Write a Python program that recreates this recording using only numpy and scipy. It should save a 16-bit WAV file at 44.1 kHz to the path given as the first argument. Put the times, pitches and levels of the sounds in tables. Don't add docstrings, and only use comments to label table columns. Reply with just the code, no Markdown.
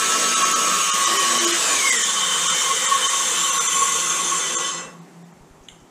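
import sys
import numpy as np
from scipy import signal
from scipy.fft import rfft, irfft, next_fast_len
from scipy.io import wavfile
from scipy.ndimage import uniform_filter1d, map_coordinates

SR = 44100
rng = np.random.default_rng(int(sys.argv[2]) if len(sys.argv) > 2 else 0)


def unload_audio(sound):
    columns = np.transpose(np.atleast_2d(sound))
    steps = np.round(np.clip(columns, -1, 1) * 32767)
    wavfile.write(sys.argv[1], SR, steps.astype(np.int16))


def boost_factor(decibels):
    exponent = np.asarray(decibels, float) / 20
    return 10 ** exponent


N = 260190
T = np.arange(N) / SR
SCENE_CHANGE_S = 5.326


def unit(x):
    return x / np.sqrt(np.mean(np.abs(x) ** 2) + 1e-20)


def curves(rows):
    s, *cols = np.transpose(rows)
    return [np.interp(T, s, c) for c in cols]


def wobble(rate):
    coarse = T[::8]
    points = rng.standard_normal(int(N * rate / SR) + 4)
    return np.interp(T, coarse, map_coordinates(points, [coarse * rate]))


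def envelope(start, hold, top_db, rise_db, fall_db):
    before = np.clip(start - T, 0, None)
    after = np.clip(T - start - hold, 0, None)
    return boost_factor(top_db - rise_db * before - fall_db * after)


def swell(s, length):
    return np.clip(1.6 - np.abs(T - s) * 2.42 / length, 0, 1) ** 2


def swells(base_db, rows):
    return boost_factor(base_db) + sum(boost_factor(db) * swell(s, length) for s, length, db in rows)


def filtered(x, response):
    m = next_fast_len(N + SR // 2)
    return irfft(rfft(x, m) * response(np.fft.rfftfreq(m, 1 / SR)), m)[:N]


def colour(points):
    f, db = np.transpose(points)
    return lambda hz: boost_factor(np.interp(np.log(hz + 1), np.log(f + 1), db))


def resonance(f, hz, width):
    return 1j * f * width / (hz * hz - f * f + 1j * f * width)


def ring_power(f, body, offset_db=0, widen=1):
    return sum(np.abs(boost_factor(db + offset_db) * resonance(f, hz, widen * w) ** 2) ** 2 for hz, w, db in body)


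def rush(response, patchy_db):
    z = signal.stft(rng.standard_normal(N), nperseg=512)[2]
    field = uniform_filter1d(rng.standard_normal(z.shape), 4, 0)
    field = uniform_filter1d(field, 12, 1)
    patchy = signal.istft(z * boost_factor(patchy_db * unit(field)), nperseg=512)[1][:N]
    return unit(filtered(patchy, response))


def ringing(air, body, lift_db, comb_db):
    base = colour(air)
    top = max(db - 20 * np.log10(base(hz)) for hz, w, db in body)
    knots = np.tanh(rng.standard_normal((2, 900)))

    def response(f):
        fine = comb_db * map_coordinates(knots[0], [f / 28])
        fine = fine * (1 + .6 * (f > 8500)) / (1 + (1500 / (f + 1)) ** 2)
        coarse = 3 * map_coordinates(knots[1], [f / 170]) / (1 + (10500 / (f + 1)) ** 8)
        parts = ring_power(f, body, lift_db - top, widen=1.24)
        return boost_factor(fine + coarse) * np.sqrt(base(f) ** 2 + parts)

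    return response


def narrow(hz, width):
    return unit(filtered(rng.standard_normal(N), lambda f: resonance(f, hz, width) ** 2))


def tone(phase, blur, rate):
    flicker = unit(1 + blur * (wobble(rate) + 1j * wobble(rate)))
    return np.sqrt(2) * np.real(flicker * np.exp(1j * phase))


def blade():
    # [t/s, f/Hz]
    tooth_rate = [
        (0, 1317),
        (.87, 1328),
        (1.43, 1477),
        (1.53, 1393),
        (1.65, 1238),
        (1.83, 1041),
        (2.05, 855.5),
        (2.3, 750),
        (2.7, 648),
    ]
    # [multiple, level in the wood/dB, level running free/dB]
    tooth_partials = [(1, -13, -13), (2, -3, -3), (4, 11.5, 11.5), (5, 4.5, -3), (6, 2.5, 5), (7, 8.5, 2),
                      (8, 7, 4), (9, 6, 7), (10, 8.5, 11.5), (11, 9, 10)]
    # [multiple, level/dB]
    vane_partials = [(4, -8), (6, 0), (7, -12), (8, 1), (9, -11), (10, -8), (11, -12), (12, -11), (13, -13),
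                     (14, -14)]
    # [f/Hz, width/Hz, level/dB]
    case_notes = [(3110, 500, -33), (2620, 300, -37), (2090, 540, -23.5)]
    # [f/Hz, level/dB]
    mouth = [(1000, -19), (3000, -5), (5500, -14.5), (6600, 0.5), (8000, 0), (9500, -14), (11000, -15.5),
             (13500, -19.5), (15500, -20)]
    rate, = curves(tooth_rate)
    phase = 2 * np.pi * np.cumsum(rate) / SR
    runout = 1 + 0.59 * np.cos(phase / 20)
    out = np.clip((T - .88) / .15, 0, 1)
    teeth = sum(boost_factor(db + out * (free_db - db)) * tone(k * phase, blur=7.1, rate=3.2 * k * k + 15)
                for k, db, free_db in tooth_partials)
    fan = sum(boost_factor(db) * tone(k * phase, blur=3.4, rate=70 * k) for k, db in vane_partials)
    bite_gain = envelope(start=0, hold=1.45, top_db=-39, rise_db=20, fall_db=70)
    fan_gain = envelope(start=1.62, hold=.38, top_db=-27.5, rise_db=55, fall_db=80)
    housing = filtered(bite_gain * runout * teeth + fan_gain * fan, colour(mouth))
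    gear_order, shaft_order = 2.109, .245
    case = sum(boost_factor(db) * np.abs(resonance(gear_order * rate, hz, w)) ** 3 for hz, w, db in case_notes)
    gear_gain = np.clip((T - .71) / .15, 0, 1) * envelope(0, hold=2.05, top_db=0, rise_db=0, fall_db=90)
    gear = gear_gain * case * tone(gear_order * phase, blur=3, rate=190)
    shaft_gain = envelope(start=1.58, hold=.95, top_db=-47.5, rise_db=40, fall_db=30)
    shaft = shaft_gain * tone(shaft_order * phase, blur=0.5, rate=25)
    return (T < tooth_rate[-1][0]) * (housing + gear + shaft)


def motor():
    # [f/Hz, level/dB]
    loaded_notes = [(1437, -47), (1572, -42), (2186, -45), (2433, -41), (2670, -45), (2794, -39),
                    (2912, -47), (3112, -45), (3219, -46), (3402, -47), (3644, -44), (4021, -49),
                    (4344, -47), (4646, -44), (5518, -49), (5652, -46), (5766, -46), (5949, -46),
                    (6342, -37), (6406, -45), (6621, -35), (6799, -44), (7031, -47), (7101, -46),
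                    (7483, -45), (7903, -39), (7967, -43), (8646, -52), (9119, -50), (9308, -46)]
    # [t/s, level/dB]
    load = [
        (0, 2),
        (.25, 2),
        (.7, 1.5),
        (.95, 2.5),
        (1.15, -34),
        (1.4, -43),
        (5.9, -70),
    ]
    # [middle t/s, length/s, middle f/Hz, level/dB]
    slide_notes = [(2.76, .66, 2000, -35.5), (3.15, .5, 960, -43), (3.45, .3, 3800, -38),
                   (3.57, .3, 1420, -38)]
    sag_per_s = .54
    loaded = sum(boost_factor(db) * tone(2 * np.pi * hz * T, blur=.6, rate=35) for hz, db in loaded_notes)
    blur = unit(1 + 1.3 * (wobble(45) + 1j * wobble(45)))
    slides = 0
    for s, length, hz, db in slide_notes:
        phase = -2 * np.pi * hz / sag_per_s * np.exp(sag_per_s * (s - T))
        slides = slides + np.sqrt(2) * boost_factor(db) * swell(s, length) * np.real(blur * np.exp(1j * phase))
    return boost_factor(curves(load)[0]) * loaded + slides


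def coasting_air():
    # [f/Hz, level per Hz/dB]
    air = [(65, -60), (110, -34), (163, -22), (285, -24.5), (700, -21), (1100, -8), (1620, -12.5),
           (2840, -13), (4850, -17), (7360, -7), (9300, -18.5), (10800, -25.5), (13000, -32),
           (15500, -29.5)]
    # [f/Hz, width/Hz, level/dB]
    fast_body = [(1850, 68, -8), (2060, 43, -6), (3060, 54, 0), (3300, 260, -7), (3600, 170, -5),
                 (4130, 48, -11), (4540, 64, -13), (5010, 39, -11), (5450, 77, -9), (5950, 91, -4),
                 (6470, 150, -2), (7150, 50, -3), (7340, 67, -3), (7550, 46, -3), (8260, 46, -9),
                 (8770, 120, -11), (9850, 160, -21), (10400, 46, -17)]
    # [f/Hz, width/Hz, level/dB]
    slow_body = [(1430, 53, -4), (2020, 51, -6), (2740, 31, -6), (3060, 77, -1), (3300, 260, -7),
                 (3540, 100, -2), (3850, 26, -12), (4170, 40, -10), (4390, 87, -13), (5410, 51, -8),
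                 (6470, 130, 0), (7280, 260, 0), (7540, 23, -1), (8310, 36, -3), (8670, 110, -12),
                 (8840, 54, -9), (9390, 170, -12), (9840, 120, -19), (10300, 190, -16)]
    # [f/Hz, width/Hz, level/dB]
    bench = [(462, 44, -10), (518.6, 44, -10), (1118, 64, -3.5), (1518, 21, -8), (3180, 120, -7.5),
             (6040, 88, -9)]
    slow = np.clip((T - 3.016) / 0.63, 0, 1)
    early = rush(ringing(air, fast_body + bench, lift_db=14.0, comb_db=5.0), patchy_db=1.15)
    slow_parts = slow_body + bench + [(6030, 220, -2.0), (2640, 32, -8.0)]
    late = rush(ringing(air, slow_parts, lift_db=12.5, comb_db=4.5), patchy_db=2.0)
    return np.sqrt(1 - slow) * early + np.sqrt(slow) * late


def guard_ring(free, fade):
    # [t/s, length/s, level/dB]
    guard_bursts = [(0.025, 0.14, -31.5), (0.18, 0.42, -33), (0.415, 0.19, -23), (0.724, 0.63, -26),
                    (1.036, 0.22, -24.5), (1.263, 0.36, -25.5), (1.456, 0.06, -31), (1.735, 0.15, -26.5),
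                    (1.851, 0.03, -24), (2.21, 0.36, -32.5), (2.45, 0.076, -29), (2.705, 0.1, -24.5),
                    (2.932, 0.093, -17.5), (3.052, 0.055, -24.5), (3.164, 0.21, -28.5), (3.506, 0.27, -29),
                    (3.818, 0.25, -24), (3.984, 0.34, -32.5), (4.185, 0.095, -24.5), (4.32, 0.11, -27.5)]
    hz = 1113 + free * (1098 - 1113) + 3.99 * wobble(11)
    return fade ** .6 * swells(-40, guard_bursts) * tone(2 * np.pi * np.cumsum(hz) / SR, blur=.7, rate=80)


def board_drum(fade):
    # [t/s, length/s, level/dB]
    board_bursts = [(.4, 0.29, -51), (1.208, 0.39, -39), (1.485, 0.2, -27.5), (3.38, 0.36, -49),
                    (4.2, 0.45, -48), (4.65, .35, -46)]
    return swells(-52.5, board_bursts) * np.sqrt(fade) * tone(2 * np.pi * 342 * T, blur=.35, rate=18)


def base_plate(fade):
    # [t/s, length/s, level/dB]
    plate_bursts = [(1.85, 0.14, -33), (2.282, 0.3, -28), (2.498, 0.26, -33), (2.85, 0.12, -32),
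                    (3.04, 0.053, -24), (3.25, 0.099, -31), (3.394, .06, -27), (3.458, .08, -24.5),
                    (3.733, 0.06, -27.5), (4.447, .13, -28)]
    gain = envelope(start=1.08, hold=.42, top_db=-32, rise_db=29, fall_db=40) + swells(-80, plate_bursts)
    return fade * gain * boost_factor(1.6 * wobble(12)) * narrow(3060, 69)


def last_ringing():
    # [f/Hz, width/Hz, level/dB]
    last_body = [(345, 32, -7), (511, 36, -8), (1100, 40, 0), (1430, 22, -9), (1660, 41, -13),
                 (1980, 31, -7), (2550, 18, -12), (2680, 36, -12), (3050, 62, -6), (3520, 48, -8),
                 (3850, 56, -14), (4200, 30, -13), (4470, 26, -17), (4830, 51, -25), (5180, 15, -13),
                 (5290, 36, -12), (5920, 56, -12), (6290, 32, -7), (6470, 58, -6), (7420, 280, -10),
                 (7760, 28, -14), (8130, 35, -15), (8450, 30, -14), (9280, 47, -24), (9510, 40, -19),
                 (9720, 29, -23)]
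    # [t/s, level/dB]
    last_level = [
        (3.8, -52),
        (4.2, -35.5),
        (4.45, -37),
        (4.65, -26.5),
        (4.8, -33.5),
        (4.9, -49),
        (5, -64),
        (5.1, -75),
    ]
    ring = rush(lambda f: np.sqrt(ring_power(f, last_body, widen=.9)), patchy_db=2.5)
    return boost_factor(curves(last_level)[0]) * ring


def roar():
    # [t/s, air and chips level/dB, brightness/dB]
    running = [(0, -22, -16), (.85, -23, -15), (1.15, -20.5, -14.5), (1.5, -20, -17.5), (1.9, -21.5, -12),
               (2.15, -21.5, -17), (2.6, -21, -15.5), (3, -21.5, -15.5), (3.5, -21.5, -11.5),
               (3.95, -22, -12), (4.4, -22.5, -17.5), (4.67, -27.5, -17), (4.82, -38.5, -23),
               (4.89, -49.5, -21), (5.05, -81, -20)]
    # [f/Hz, level per Hz/dB]
    cut_air = [(65, -85), (110, -30), (177, -16), (274, -17.5), (469, -10.5), (820, -16), (1100, -8.5),
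               (1690, -10), (3710, -11), (5070, -14.5), (6770, -7.5), (9430, -18.5), (11400, -29.5),
               (13700, -30.5), (15500, -35)]
    # [f/Hz, width/Hz, level/dB]
    cut_body = [(1100, 31, 3.5), (1310, 19, -24), (2440, 24, -18), (3140, 310, 0), (3720, 330, -0.5),
                (5840, 240, 1), (6340, 34, -19), (6290, 11, 7.5), (7030, 33, -30.5), (7660, 260, 3),
                (7800, 77, -12), (10400, 40, -4)]
    air_db, fizz_db = curves(running)
    free = np.clip((T - 1.78) / .26, 0, 1)
    full_db = -17.5
    low_db = -1.5 + free * (-1 + 1.5) + 0.78 * np.clip(full_db - air_db, 0, 30) - 2 * swell(1.92, 0.44)
    cut = rush(ringing(cut_air, cut_body, lift_db=7.0, comb_db=5.0), patchy_db=2.0)
    air = np.sqrt(1 - free) * cut + np.sqrt(free) * coasting_air()
    fizz = filtered(air, lambda f: 1 / (1 + (9500 / (f + 1)) ** 8))
    low = filtered(air, lambda f: 1 / (1 + (f / 1500) ** 4))
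    air = air - fizz - low + boost_factor(low_db) * low + boost_factor(fizz_db) * unit(fizz)
    fade = boost_factor(np.minimum(air_db - full_db, 0))
    steady = boost_factor(air_db + 0.078 * wobble(8.8)) * air
    steady = steady + guard_ring(free, fade) + board_drum(fade) + base_plate(fade)
    return (T < running[-1][0]) * steady + last_ringing()


def rattles():
    # [t/s, length/s, f/Hz, level/dB]
    loose_parts = [(.1, .4, 1316, -30), (.46, .75, 1308, -27), (.8, .28, 1332, -31.5),
                   (.55, .45, 1234, -34), (.917, .77, 1227, -30), (1.173, .15, 396.5, -34),
                   (1.37, .35, 238, -41), (.45, .9, 240, -43), (.4, .9, 305, -44), (.5, 1, 190, -46),
                   (.3, .6, 375, -45), (.3, .5, 650, -44), (1.55, .5, 650, -44), (1.1, .25, 1960, -38),
                   (1.2, .2, 1880, -37), (2.089, .11, 3430, -32), (2.25, .5, 1520, -41),
                   (2.511, .073, 1313, -33), (2.5, .1, 1440, -36), (3.35, .6, 2745, -41),
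                   (3.33, .12, 2580, -38), (3.594, .041, 3570, -34), (3.85, .35, 2600, -42),
                   (4.35, .6, 390, -47), (4.7, .3, 4200, -47), (4.72, .3, 5200, -48), (4.6, .6, 1975, -45),
                   (4.84, .2, 2680, -50)]
    return sum(boost_factor(db) * swell(s, length) * tone(2 * np.pi * hz * T, blur=.25, rate=30)
               for s, length, hz, db in loose_parts)


def clamp():
    # [t/s, peak level/dB, sharpness 0-1 or more]
    blows = [
        (5.686, -29.5, 1),
        (5.6987, -64, 9),
        (5.7141, -63, 8),
        (5.7994, -66, 0.1),
    ]
    # [f/Hz, width/Hz, level/dB]
    jaw_notes = [(2060, 90, -7), (3130, 35, 7.5), (3700, 40, 0), (6660, 41, -1), (7330, 68, -7),
                 (9350, 99, -15), (11400, 150, -26), (13300, 250, -27)]
    # [f/Hz, width/Hz, level/dB]
    tail_notes = [(2100, 400, -5), (3030, 450, 0), (3580, 410, -6), (6500, 850, -6), (7400, 300, -2),
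                  (8700, 500, -12), (9550, 400, -9)]
    # [t/s, length/s, f/Hz, level/dB]
    hand_scuffs = [
        (5.648, .045, 6200, -60),
        (5.812, .035, 6300, -64),
    ]
    tail, knocks = np.zeros(N), np.zeros(N)
    lags = np.array([-.0026, -.0015, 0, .0019])
    for s, db, sharp in blows:
        t = np.clip(T - s - .001, 0, None)
        tail += (t > 0) * boost_factor(db - 17.5 - 60 * t / 0.43)
        spots = np.round((s + lags) * SR).astype(int)
        knocks[spots] = sharp * boost_factor(db + 24.5) * np.array([.06, 0.27, 1, -.55])

    def jaw(f):
        return sum((-1) ** k * boost_factor(db) * resonance(f, hz, 4 * w + 330) ** 2
                   for k, (hz, w, db) in enumerate(jaw_notes))

    tail_noise = unit(filtered(rng.standard_normal(N), lambda f: np.sqrt(ring_power(f, tail_notes))))
    scuffs = sum(boost_factor(db) * swell(s, length) * narrow(hz, 1300) for s, length, hz, db in hand_scuffs)
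    return tail * tail_noise + filtered(knocks, jaw) + scuffs


def shop():
    # [f/Hz, level per Hz/dB]
    hiss = [(65, -57), (110, -21), (170, -7), (209, -16), (257, -11.5), (291, -16.5), (397, -13.5),
            (423, -18), (478, -21), (820, -19.5), (2960, -35), (4800, -38.5), (7600, -34), (8300, -39),
            (15500, -51)]
    # [t/s, level/dB]
    hiss_level = [
        (0, -51),
        (4.2, -44),
        (4.6, -43.5),
        (5.3, -48.5),
        (5.35, -49.5),
        (5.9, -50.5),
    ]
    # [t/s, length/s, level/dB]
    drone_swells = [(.345, .082, -46), (.838, .37, -52), (1.435, .19, -48), (2.453, .19, -51),
                    (3.42, .11, -49), (3.61, .1, -49), (4.3, 1, -50), (4.79, .14, -44), (4.99, .16, -42.5),
                    (5.22, .19, -43.5)]
    # [t/s, peak level/dB]
    flutter = [
        (5.409, -45),
        (5.509, -44),
        (5.609, -46),
        (5.719, -49),
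        (5.819, -52),
    ]
    drone_gain = swells(np.where(T < SCENE_CHANGE_S, -65, -70), drone_swells)
    drone = drone_gain * tone(2 * np.pi * 170.5 * T, blur=.15, rate=18)
    pushes = np.zeros(N)
    for s, db in flutter:
        u = np.clip((T - s) / 0.0041, 0, 50)
        pushes += boost_factor(db + 9.5) * u * (2 - u) * np.exp(-u)
    rumble = (T > SCENE_CHANGE_S) * boost_factor(-69) * narrow(60, 70)
    return boost_factor(curves(hiss_level)[0]) * rush(colour(hiss), patchy_db=1.3) + drone + pushes + rumble


def scene():
    return (blade() + motor() + roar() + rattles() + clamp() + shop())[None]


def thin_out(x):
    # [t/s, length/s, kept above level/dB]
    thin_moments = [(.355, .018, -1), (.439, .016, -3), (.547, .018, -3), (.92, .03, -1), (1.058, .015, -3),
                    (1.185, .016, -1.5), (1.397, .019, -3), (1.463, .017, -2), (1.527, .016, -2),
                    (1.912, .017, -3), (1.976, .015, -3), (2.037, .015, -3), (2.486, .015, -2),
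                    (2.53, .013, -3), (2.871, .02, -3), (3.085, .015, -2), (3.512, .014, -2),
                    (3.596, .016, -2), (3.682, .018, -5), (4.567, .028, -3), (5.005, .013, -12),
                    (5.24, .013, -10), (5.326, .01, -9)]
    hz, t, z = signal.stft(x, SR, nperseg=1024, noverlap=896)
    power = np.abs(z) ** 2 + 1e-24
    slow = np.abs(uniform_filter1d(power, size=14, axis=1))
    band = uniform_filter1d(slow, size=5, axis=0)
    wide = uniform_filter1d(slow, size=45, axis=0)
    weak = ((band < .53 * wide) | (power < .3 * wide)) & (hz > 10800)[:, None]
    z = z * np.where(weak, .02, 1) * (hz < 15050)[:, None]
    s, length, db = np.transpose(thin_moments)
    bar = boost_factor(2 * np.interp(t, s, db) + 5) * wide ** .2 * np.mean(power[:250], 0) ** .8
    keep = 0.17 * (0.015 / np.interp(t, s, length)) + 1.25 / (1 + (.8 * bar / power) ** 4)
    middle = np.searchsorted(t, s)[np.argmin(np.abs(t[:, None] - s), axis=1)]

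    def back(v):
        return signal.istft(v, SR, nperseg=1024, noverlap=896)[1][:N]

    whole, sparse = back(z), back(z * keep[:, middle])
    share = sum(np.clip((b / 2 + .005 - np.abs(T - a)) / .007, 0, 1) for a, b in zip(s, length))
    return whole + np.clip(share, 0, 1) * (sparse - whole)


def roll_off(x):
    return signal.sosfilt(signal.butter(12, 15760, fs=SR, output="sos"), x)


def record(dry):
    cut = filtered(dry[0], lambda f: 1 / (1 + (135 / (f + 1)) ** 9) + boost_factor(-104.0))
    leak = boost_factor(-91 + 12.0 * wobble(9)) * narrow(40, 60)
    mix = np.where(T < SCENE_CHANGE_S, cut + leak, dry[0])
    return roll_off(thin_out(mix)[None])


dry = scene()
out = record(dry)
unload_audio(out)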